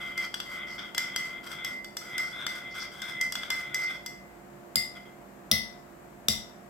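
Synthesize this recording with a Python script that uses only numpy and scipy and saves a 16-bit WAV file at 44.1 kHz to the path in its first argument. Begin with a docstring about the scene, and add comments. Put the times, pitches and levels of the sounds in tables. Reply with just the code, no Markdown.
"""A steel teaspoon stirs milk in a ceramic mug on a cloth-covered table in a small, live room.
For about four seconds it rubs round the wall, rasps and knocks: random slips and short blows drive
resonances of spoon and mug, and the wall sings. Then it is lifted out and tapped three times on the rim
to shed drops, with two light brushes after the first tap; each tap cracks, rings and thuds the table.
An appliance hums throughout, as wavering sines over shaped room noise."""
import sys
import numpy as np
from scipy import signal
from scipy.fft import rfft, irfft
from scipy.io import wavfile
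from scipy.ndimage import uniform_filter1d

SR = 44100
rng = np.random.default_rng(int(sys.argv[2]) if len(sys.argv) > 2 else 0)


def digitize_waveform(pressure):
    """Quantize a signal to 16-bit integers and store it at the path in sys.argv[1].

    Rows of a 2-D input are taken as channels; values are limited to [-1, 1].
    """
    field = np.atleast_2d(pressure).T
    bounded = np.clip(field, -1, 1)
    quanta = np.round(bounded * 32767).astype(np.int16)
    wavfile.write(sys.argv[1], SR, quanta)


N = 295029
TIME = np.arange(N) / SR
EARS = np.array([[0.5], [-0.5]])   # left and right take half of a difference each


def from_db(db):
    """Decibels to gain."""
    return 10 ** (np.asarray(db) / 20)


def rms_one(x):
    """Scale to rms 1."""
    return x / np.sqrt(np.mean(x ** 2) + 1e-20)


def unit_energy(x):
    """Scale to energy 1."""
    return x / np.sqrt(np.sum(x ** 2) + 1e-20)


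def at_hz(points, hz, axis=1):
    """Read one column of a table on a log-frequency axis."""
    points = np.array(points)
    return np.interp(np.log(np.maximum(hz, 1)), np.log(points[:, 0]), points[:, axis])


def panned(x, pan_db):
    """Place a sound by its level difference, left minus right."""
    return x * from_db(EARS * pan_db)


def add(out, s, sound):
    """Mix a sound in at time s."""
    start = round(s * SR)
    out[:, start:start + sound.shape[-1]] += sound[..., :N - start]


def die_away(t, t60):
    """Exponential decay by 60 dB in t60 seconds."""
    return np.exp(-np.log(1000) * t / t60)


def bandpass(x, hz, width):
    """Keep a band of the given width in Hz round its centre."""
    edges = [hz - width / 2, hz + width / 2]
    return signal.sosfilt(signal.butter(2, edges, "band", fs=SR, output="sos"), x)


def resonate(x, hz, width):
    """A resonance with steep skirts; its centre may glide."""
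    turn = np.exp(2j * np.pi * np.cumsum(np.broadcast_to(hz, x.shape[-1:])) / SR)
    y = x / turn + 1e-18   # shift the centre down to 0 Hz, smooth there, shift back
    for smoothing_hz in (2 * width + 600, width):
        keep = np.exp(-np.pi * smoothing_hz / SR)
        y = signal.lfilter([1 - keep], [1, -keep], y)
    return np.real(turn * y)


def drift(rate):
    """Slow random wander of rms 1, with rate new values a second."""
    knots = rng.standard_normal(int(rate * N / SR) + 2)
    return rms_one(np.interp(TIME * rate, np.arange(len(knots)), knots))


# Strokes of the spoon along the wall, about two a turn, and at last two brushes of the rim:
# start_s, length_s, rub_db, rub_swell_db, sing_db (ringing wall), sing_swell_db, grit_db (all relative levels)
STROKES = [(0.0, 0.21, -49, -12, -39, -11, -53), (0.17, .08, -48.5, 1, -28, -7.5, -47.5),
           (0.452, 0.18, -51, 11, -38, 3, -51), (0.668, 0.092, -54.5, -21, -37, -5, -55.5),
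           (0.779, .11, -45.5, -12, -44.5, -6, -61), (0.971, 0.25, -49, -6.5, -37, -19, -50.5),
           (1.182, 0.2, -57, 17, -35.5, -11, -50.5), (1.429, 0.2, -51, 9.5, -43.5, 3, -49.5),
           (1.639, 0.16, -59.5, -38, -35.5, -0.5, -54), (2.004, 0.18, -53.5, 10, -40.5, 16, -51.5),
           (2.187, 0.14, -55.5, -3.5, -36, -19, -48), (2.326, 0.12, -45, 3.5, -45.5, -7, -57),
           (2.479, 0.38, -53, -11, -41.5, -1, -49.5), (2.742, 0.11, -51, 4, -39, -2, -51),
           (2.914, 0.099, -53.5, 6, -56, 13, -55), (3.014, 0.219, -48, -13.5, -39, 13, -49.5),
           (3.204, 0.061, -57, -7.5, -24.5, -5, -51), (3.355, 0.16, -49.5, 0, -44, -19, -54),
           (3.509, 0.28, -50, 1, -37, -15, -47.5), (3.751, 0.098, -53, -14, -31, 12, -47.5),
           (3.869, 0.088, -48, -6, -41.5, -2, -54.5), (4.948, .025, -54, -1, -42.5, -4, -60),
           (5.05, 0.012, -59.5, 5, -60, 4, -68)]
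# Resonance of the spoon as it is drawn up, before pressing shifts it: time_s, pitch_hz
SPOON_HZ = [(0, 3237), (2.4, 3410), (4, 3400)]


def stirring_controls():
    """Gains of rubbing, singing and grit, and the spoon's resonance; stroke energies add."""
    t, energy = TIME[:SR * 2 // 3], np.zeros((3, N))
    grip = 1 - np.exp(-t / 0.0047)    # the spoon takes hold of the wall
    swing = 1 - np.exp(-t / 0.0077)   # the wall follows more slowly
    lift_db_per_s, ring_out_db_per_s, edge_fade_db_per_s = 480, 202, 204
    edge_s = 0.097   # each stroke begins on the spoon's edge, then rolls onto its smooth back
    for s, length, rub_db, rub_swell_db, sing_db, sing_swell_db, grit_db in STROKES:
        along = np.minimum(t / length, 1) - 0.5
        after = np.maximum(t - length, 0)
        contact = grip * from_db(-lift_db_per_s * after)
        rub = contact * from_db(rub_db + rub_swell_db * along)
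        ring_out_db = ring_out_db_per_s * after / ring_stretch(s)
        sing = swing * from_db(sing_db + sing_swell_db * along - ring_out_db)
        grit = contact * from_db(grit_db - edge_fade_db_per_s * np.maximum(t - edge_s, 0))
        add(energy, s, np.square([rub, sing, grit]))
    # pressing harder than the usual -49 dB raises the resonance, by 14.5 Hz per dB
    press_db = np.clip(10 * np.log10(energy[0] + 1e-12) + 49, -10, 10)
    spoon_hz = np.interp(TIME, *np.transpose(SPOON_HZ)) + 14.5 * press_db
    rub, sing, grit = np.sqrt(energy)
    return rub, sing, grit, spoon_hz


def ring_stretch(s):
    """With the spoon out of the milk after 4 s, a touched wall rings 1.82 times longer."""
    return 1.82 if s > 4 else 1


# Mug and spoon, damped by milk and fingers, before each sound shifts or widens them:
# pitch_hz, width_hz, level_db (relative)
WET_MODES = [(1535, 450, 0), (3134, 370, -2.5), (3356, 63, 2.5), (4300, 510, -4), (4846, 63, -1),
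             (5623, 72, -3.5), (6480, 190, -7), (7740, 640, -1.5), (9320, 740, -9.5), (11830, 500, -8),
             (12840, 400, -8.5), (15000, 770, -28)]


def rubbing(slips_per_s, grain_db, spoon_db, hollow_db, grit_db, wall_db):
    """Tiny uneven slips of steel on glaze drive the spoon, the wall and the hollow above the milk."""
    rub, sing, grit, spoon_hz = stirring_controls()
    glide = spoon_hz / spoon_hz.mean()
    sizes = from_db(grain_db * np.minimum(rng.exponential(1, (3, N)), 3)) * rng.standard_normal((3, N))
    slips = sizes * (rng.random((3, N)) < slips_per_s / SR) * from_db(2 * drift(70))
    slips = slips[0] + 0.7 * slips[1:]   # partly alike at the two ears

    spoon_tone = resonate(resonate(slips, spoon_hz, width=300), spoon_hz, width=300)
    spoon = from_db(spoon_db) * rub * rms_one(spoon_tone)
    hollow_tone = resonate(slips, 1420 * glide, width=217)
    hollow = from_db(hollow_db) * np.hypot(rub, 1.54 * grit) * rms_one(hollow_tone)
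    wall_tone = resonate(slips, 2073, width=102)
    wall = from_db(wall_db) * np.sqrt(sing * rub) * rms_one(wall_tone)
    # the spoon's edge bites and wakes the high modes, tilted down by 0.78 dB per octave
    high_modes = 0
    for hz, width, db in WET_MODES[3:]:
        mode = rms_one(resonate(slips, hz * glide, 2.3 * width))
        high_modes = high_modes + from_db(db - 0.78 * np.log2(hz / 5200)) * mode
    edge = from_db(grit_db) * grit * rms_one(high_modes)
    return panned(spoon + hollow, pan_db=4.5) + wall + edge


# On the near side of the mug the edge digs in and rasps: start_s, length_s, level_db (relative)
RASPS = [(0.215, 0.058, -48.5), (0.663, 0.11, -51.5), (0.771, 0.067, -50.5), (2.19, 0.15, -52.5),
         (2.694, 0.096, -55), (2.793, 0.054, -40.5), (3.801, 0.099, -49), (3.925, 0.057, -55)]


def rasping(slips_per_s, grain_db, hz, width, pan_db):
    """Coarse slips swell and fade, and ring briefly in the spoon's bowl."""
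    pressure = np.zeros((1, N))
    for s, length, db in RASPS:
        swell = np.sin(np.pi * np.minimum(TIME[:SR // 4] / length, 1))
        add(pressure, s, from_db(db) * swell)
    sizes = from_db(grain_db * np.minimum(rng.exponential(1, N), 4)) * rng.standard_normal((3, N))
    slips = sizes * (rng.random(N) < slips_per_s / SR)
    bowl = bandpass(slips[0] + slips[1:], hz, width)
    return panned(pressure * rms_one(bowl), pan_db)


def clink(modes, contact_s, crack_db, apart):
    """Steel chatters on glaze for some milliseconds and sets short modes (Hz, width, dB, pan dB) going."""
    t = TIME[:SR // 20]
    noise = rng.standard_normal(len(t)) + apart * rng.standard_normal((2, len(t)))
    chatter = rfft(noise * np.exp(-t / contact_s))
    # a hard contact drives all frequencies alike
    force = irfft(chatter / np.abs(chatter), len(t)) * np.exp(-t / (2 * contact_s))
    sound = from_db(crack_db) * unit_energy(np.diff(force, prepend=0) + force)
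    for hz, width, db, pan_db in modes:
        mode = np.array([unit_energy(ear) for ear in resonate(force, hz, width)]) / np.sqrt(2)
        sound = sound + panned(from_db(db) * mode, pan_db)
    return sound


# Knocks on the inner wall, which also feed its ring:
# start_s, clink_db, brightness_db, wall_ring_db, pan_db (levels relative; pan is left minus right)
KNOCKS = [(0.177, -37.5, 4.5, -42, 4), (0.3413, -32.5, -2, -49, 2.5), (0.4009, -34.5, -5, -49, 2),
          (0.792, -45.5, -10, -51, 2), (0.9469, -36.5, 1, -40, 5), (0.9792, -26.5, 5.5, -32.5, 4),
          (1.1609, -28.5, 4, -34, 3), (1.5156, -46, -1, -57, 12), (1.6464, -35, 6.5, -45, 2.5),
          (1.8445, -43, 4, -43.5, 2), (1.9682, -33.5, 9, -45, 2), (2.18, -33.5, 6.5, -33.5, 5),
          (2.4652, -30.5, -2, -36, 4), (3.018, -38.5, 2.5, -37.5, 5), (3.2114, -33.5, 12, -28, 4),
          (3.322, -33, 6.5, -50, 2), (3.3535, -32, -1.5, -49, 1.5), (3.4336, -41, -13, -48, 3),
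          (3.5027, -29, 3, -31, 3.5), (3.7442, -33.5, 12.5, -29.5, 3.5), (4.0612, -37, 8.5, -41, 4)]
# Corners of the brightness tilt: pitch_hz
COLOUR_HZ = [3500, 5200, 7500]


def knocks(contact_s, click_db, crack_db):
    """The spoon clinks against the wall about twice a turn; its modes shift with depth and grip."""
    clinks = np.zeros((2, N))
    shifts = 1 + 0.022 * rng.standard_normal((len(KNOCKS), len(WET_MODES)))
    for (s, clink_db, bright_db, wall_db, pan_db), shift in zip(KNOCKS, shifts):
        # the highest modes are 3 dB weaker
        colour_db = [-bright_db / 2, bright_db / 2, bright_db / 2 - 3]
        modes = []
        for (hz, width, db), k in zip(WET_MODES, shift):
            modes.append((hz * k, width, db + np.interp(hz, COLOUR_HZ, colour_db), pan_db))
        add(clinks, s, from_db(click_db + clink_db) * clink(modes, contact_s, crack_db, apart=1.32))
    return clinks


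# The wall's oval mode, split in two by the handle: pitch_hz, t60_s (in the milk), level_db (relative)
WALL_RING = [(1982, .25, -11), (2062, .4, 0)]


def singing_wall(sing_db, knock_db, rise_s, jostle, spread):
    """Rubbing and knocks feed the same two swings; their energies add, and slips jostle the phase."""
    rub, sing, grit, spoon_hz = stirring_controls()
    touch = np.minimum(rub / from_db(-56), 1)   # a free wall rings clean
    t, out = TIME[:SR], 0
    for hz, t60, db in WALL_RING:
        energy = np.array([(from_db(sing_db) * sing) ** 2])
        for s, clink_db, bright_db, wall_db, pan_db in KNOCKS:
            decay = die_away(t, t60 * ring_stretch(s)) * (1 - np.exp(-t / rise_s))
            add(energy, s, (from_db(wall_db + knock_db) * decay) ** 2)
        phase = 2 * np.pi * np.cumsum(hz + jostle * touch * drift(35)) / SR
        ear_phase = EARS * (spread + 0.5 * drift(3.7))
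        level = np.sqrt(2 * energy) * from_db(db + 2 * touch * drift(20))
        out = out + level * np.sin(phase + ear_phase)
    return out


def ring(modes, rise_s, spread):
    """Decaying sines; each mode radiates unevenly, so it reaches the ears out of step."""
    t, total = TIME[:SR], 0
    for hz, t60, db in modes:
        total = total + from_db(db) * np.sin(2 * np.pi * hz * t + EARS * spread) * die_away(t, t60)
    return total * (1 - np.exp(-t / rise_s))


# Taps on the rim: start_s, table_thud_db, crack_db, pan_db (levels relative)
TAPS = [(4.7567, -31, -40, 5), (5.5142, -21.5, -18.5, 4.5), (6.2840, -23.5, -37, 5)]
# Short modes; each tap lands on another spot of the spoon's bowl:
# pitch_hz, width_hz, pan_db (added to the tap's), first_tap_db, second_tap_db, third_tap_db (relative)
RIM_MODES = [(660, 230, -3.5, -38, -31.5, -33), (1300, 890, -1.5, -34, -32, -31),
             (3630, 335, -4.5, -33, -21, -20), (4240, 1050, 18, -34.5, -28, -34.5),
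             (4927, 93, -2.5, -19, -20.5, -24.5), (5250, 120, -4, -37, -21.5, -50),
             (5660, 106, 1.5, -44.5, -21, -20.5), (7360, 200, -1, -29.5, -41, -29.5),
             (7770, 1000, -1, -29, -44, -25.5), (8570, 640, -4, -30, -46.5, -42),
             (9600, 110, -4.5, -26, -26, -56), (10870, 470, -4.5, -36, -38, -26),
             (12050, 1000, -2, -31.5, -36, -29), (12720, 687, -5, -29, -40.5, -31),
             (15500, 550, 6, -40, -37, -36)]
# Long rings after a tap: pitch_hz, t60_s, first_tap_db, second_tap_db, third_tap_db (relative)
RIM_RING = [(2007, 0.42, -31, -23, -35.5), (2082, 0.4, -25.5, -29, -35.5), (4880, 0.19, -19, -54, -23),
            (5570, 0.64, -53, -50, -46), (3706, .26, -48, -40, -28.5)]
# The table under the mug, before a 48 Hz low cut: pitch_hz, t60_s, level_db (relative)
TABLE = [(55, 0.25, -18), (76.4, 0.2, -10), (124.4, 0.17, -10), (151, 0.055, 2.5), (213.5, 0.08, 3.5)]


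def taps(contact_s, click_db, thud_delay_s):
    """Hard, short blows on the rim; returns the clinks, the ring and the table's thud."""
    clinks, rings, thuds = np.zeros((3, 2, N))
    low_cut = signal.butter(4, 48, "high", fs=SR, output="sos")
    table = signal.sosfilt(low_cut, ring(TABLE, rise_s=0.008, spread=0.14))
    for k, (s, thud_db, crack_db, pan_db) in enumerate(TAPS):
        short_modes = [(hz, width, db[k], pan_db + lean_db) for hz, width, lean_db, *db in RIM_MODES]
        long_modes = [(hz, t60, db[k]) for hz, t60, *db in RIM_RING]
        add(clinks, s, from_db(click_db) * clink(short_modes, contact_s, crack_db, apart=2.0))
        add(rings, s, panned(ring(long_modes, rise_s=0.0097, spread=1.5), pan_db=4.0))
        add(thuds, s + thud_delay_s, from_db(thud_db) * table)
    return clinks, rings, thuds


def table_rumble(level_db, hz, width):
    """The stirred mug shudders faintly on the table: band noise that follows the smoothed rubbing."""
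    rub = stirring_controls()[0]
    effort = np.sqrt(np.abs(uniform_filter1d(rub, size=9000)) / rub.max())
    shudder = bandpass(rng.standard_normal(N), hz, width)
    return from_db(level_db) * effort * rms_one(shudder)


# Lines of the motor: pitch_hz, level_db (relative)
HUM = [(52, -68.5), (140, -67), (200, -59.5), (248, -68.5), (351, -62), (400, -78.5), (585, -62.5),
       (660, -69.5), (703, -60.5)]
# Spectrum of the room noise: pitch_hz, density_db (per Hz, relative)
AIR = [(15, -55), (25, -26), (45, -12.5), (90, -17), (130, -9.5), (195, -8.5), (270, -9.5), (344, -12),
       (463, -11.5), (714, -10.5), (1190, -15.5), (1890, -20), (3430, -33), (6000, -35.5), (7500, -30),
       (10000, -40), (13000, -31.5), (16000, -41)]
# Room noise at the two ears: pitch_hz, likeness (0-1), pan_db (left minus right; doubled for the hum)
AIR_STEREO = [(60, 0.56, 0.5), (140, 0.83, 1), (324, 0.88, -9), (596, 0.04, 0), (1500, 0, 3),
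              (8000, 0, 1.5)]


def background(air_db, hum_db, waver_db):
    """Soft shaped room noise and the motor's lines, which waver in level and phase."""
    hz = np.fft.rfftfreq(N, 1 / SR)
    mid, side = rfft(rng.standard_normal((2, N)))
    alike = np.clip(at_hz(AIR_STEREO, hz), 0, 1)
    air = np.sqrt(1 + alike) * mid + np.sqrt(1 - alike) * side * 2 * EARS
    air = air * from_db(at_hz(AIR, hz) + EARS * at_hz(AIR_STEREO, hz, axis=2))
    hum = 0
    for f, db in HUM:
        level = from_db(db + waver_db * drift(9)) * np.sqrt(2)
        line = level * np.sin(2 * np.pi * f * TIME + 1.2 * drift(12))
        hum = hum + panned(line, 2 * at_hz(AIR_STEREO, f, axis=2))
    return from_db(air_db) * rms_one(irfft(air, N)) + from_db(hum_db) * hum


# Reverberation time of the room: pitch_hz, t60_s
ROOM_T60 = [(100, .42), (500, .38), (2000, .38), (5000, .4), (9000, .31), (15000, .25)]


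def room_response(gap_s, build_s, hold_s):
    """Dense reflections, different at each ear, that build up, hold a moment and die sooner in the treble."""
    t = TIME[:SR * 2 // 3]
    white, hz = rfft(rng.standard_normal((2, len(t)))), np.fft.rfftfreq(len(t), 1 / SR)
    centres = np.log([f for f, t60 in ROOM_T60])
    tail = 0
    for share, (f, t60) in zip(np.eye(len(centres)), ROOM_T60):
        band = irfft(white * np.interp(np.log(hz + 1), centres, share), len(t))
        tail = tail + band * die_away(np.hypot(t, hold_s) - hold_s, t60)
    return np.sqrt(2) * unit_energy(tail * np.clip((t - gap_s) / build_s, 0, 1))


def in_room(x, room, wet_db):
    """Direct sound plus the reflections."""
    return x + from_db(wet_db) * signal.fftconvolve(x, room, axes=1)[:, :N]


def scene():
    """Spoon, mug and table in the room, over the hum."""
    room = room_response(gap_s=0.003, build_s=0.004, hold_s=0.02)
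    scrape = rubbing(slips_per_s=7000, grain_db=2.0, spoon_db=0.5, hollow_db=-2.0, grit_db=-2, wall_db=-3)
    rasp = rasping(slips_per_s=2500, grain_db=3.5, hz=5090, width=1140, pan_db=4.5)
    knock = knocks(contact_s=0.003, click_db=24, crack_db=-36)
    sing = singing_wall(sing_db=-4.0, knock_db=-0.5, rise_s=0.00012, jostle=11.65, spread=0.6)
    tap, tap_ring, thud = taps(contact_s=0.0029, click_db=26, thud_delay_s=0.0036)

    stirring = in_room(scrape + rasp, room, wet_db=-5.5) + in_room(knock, room, wet_db=-5.0)
    tapping = in_room(tap, room, wet_db=-4.0) + in_room(thud, room, wet_db=-5.0)
    wall = in_room(sing + tap_ring, room, wet_db=-13)
    rumble = table_rumble(level_db=-59.5, hz=144.0, width=34)
    return stirring + tapping + wall + rumble + background(air_db=-51.08, hum_db=-1.0, waver_db=1.5)


def record(dry):
    """The highest peaks are rounded, and the top is cut: 60 dB down from 16.6 kHz."""
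    rounded = 1.3 * np.tanh(dry / 1.3)
    return signal.sosfilt(signal.cheby2(16, 60, 16600, fs=SR, output="sos"), rounded)


dry = scene()
out = record(dry)
digitize_waveform(out)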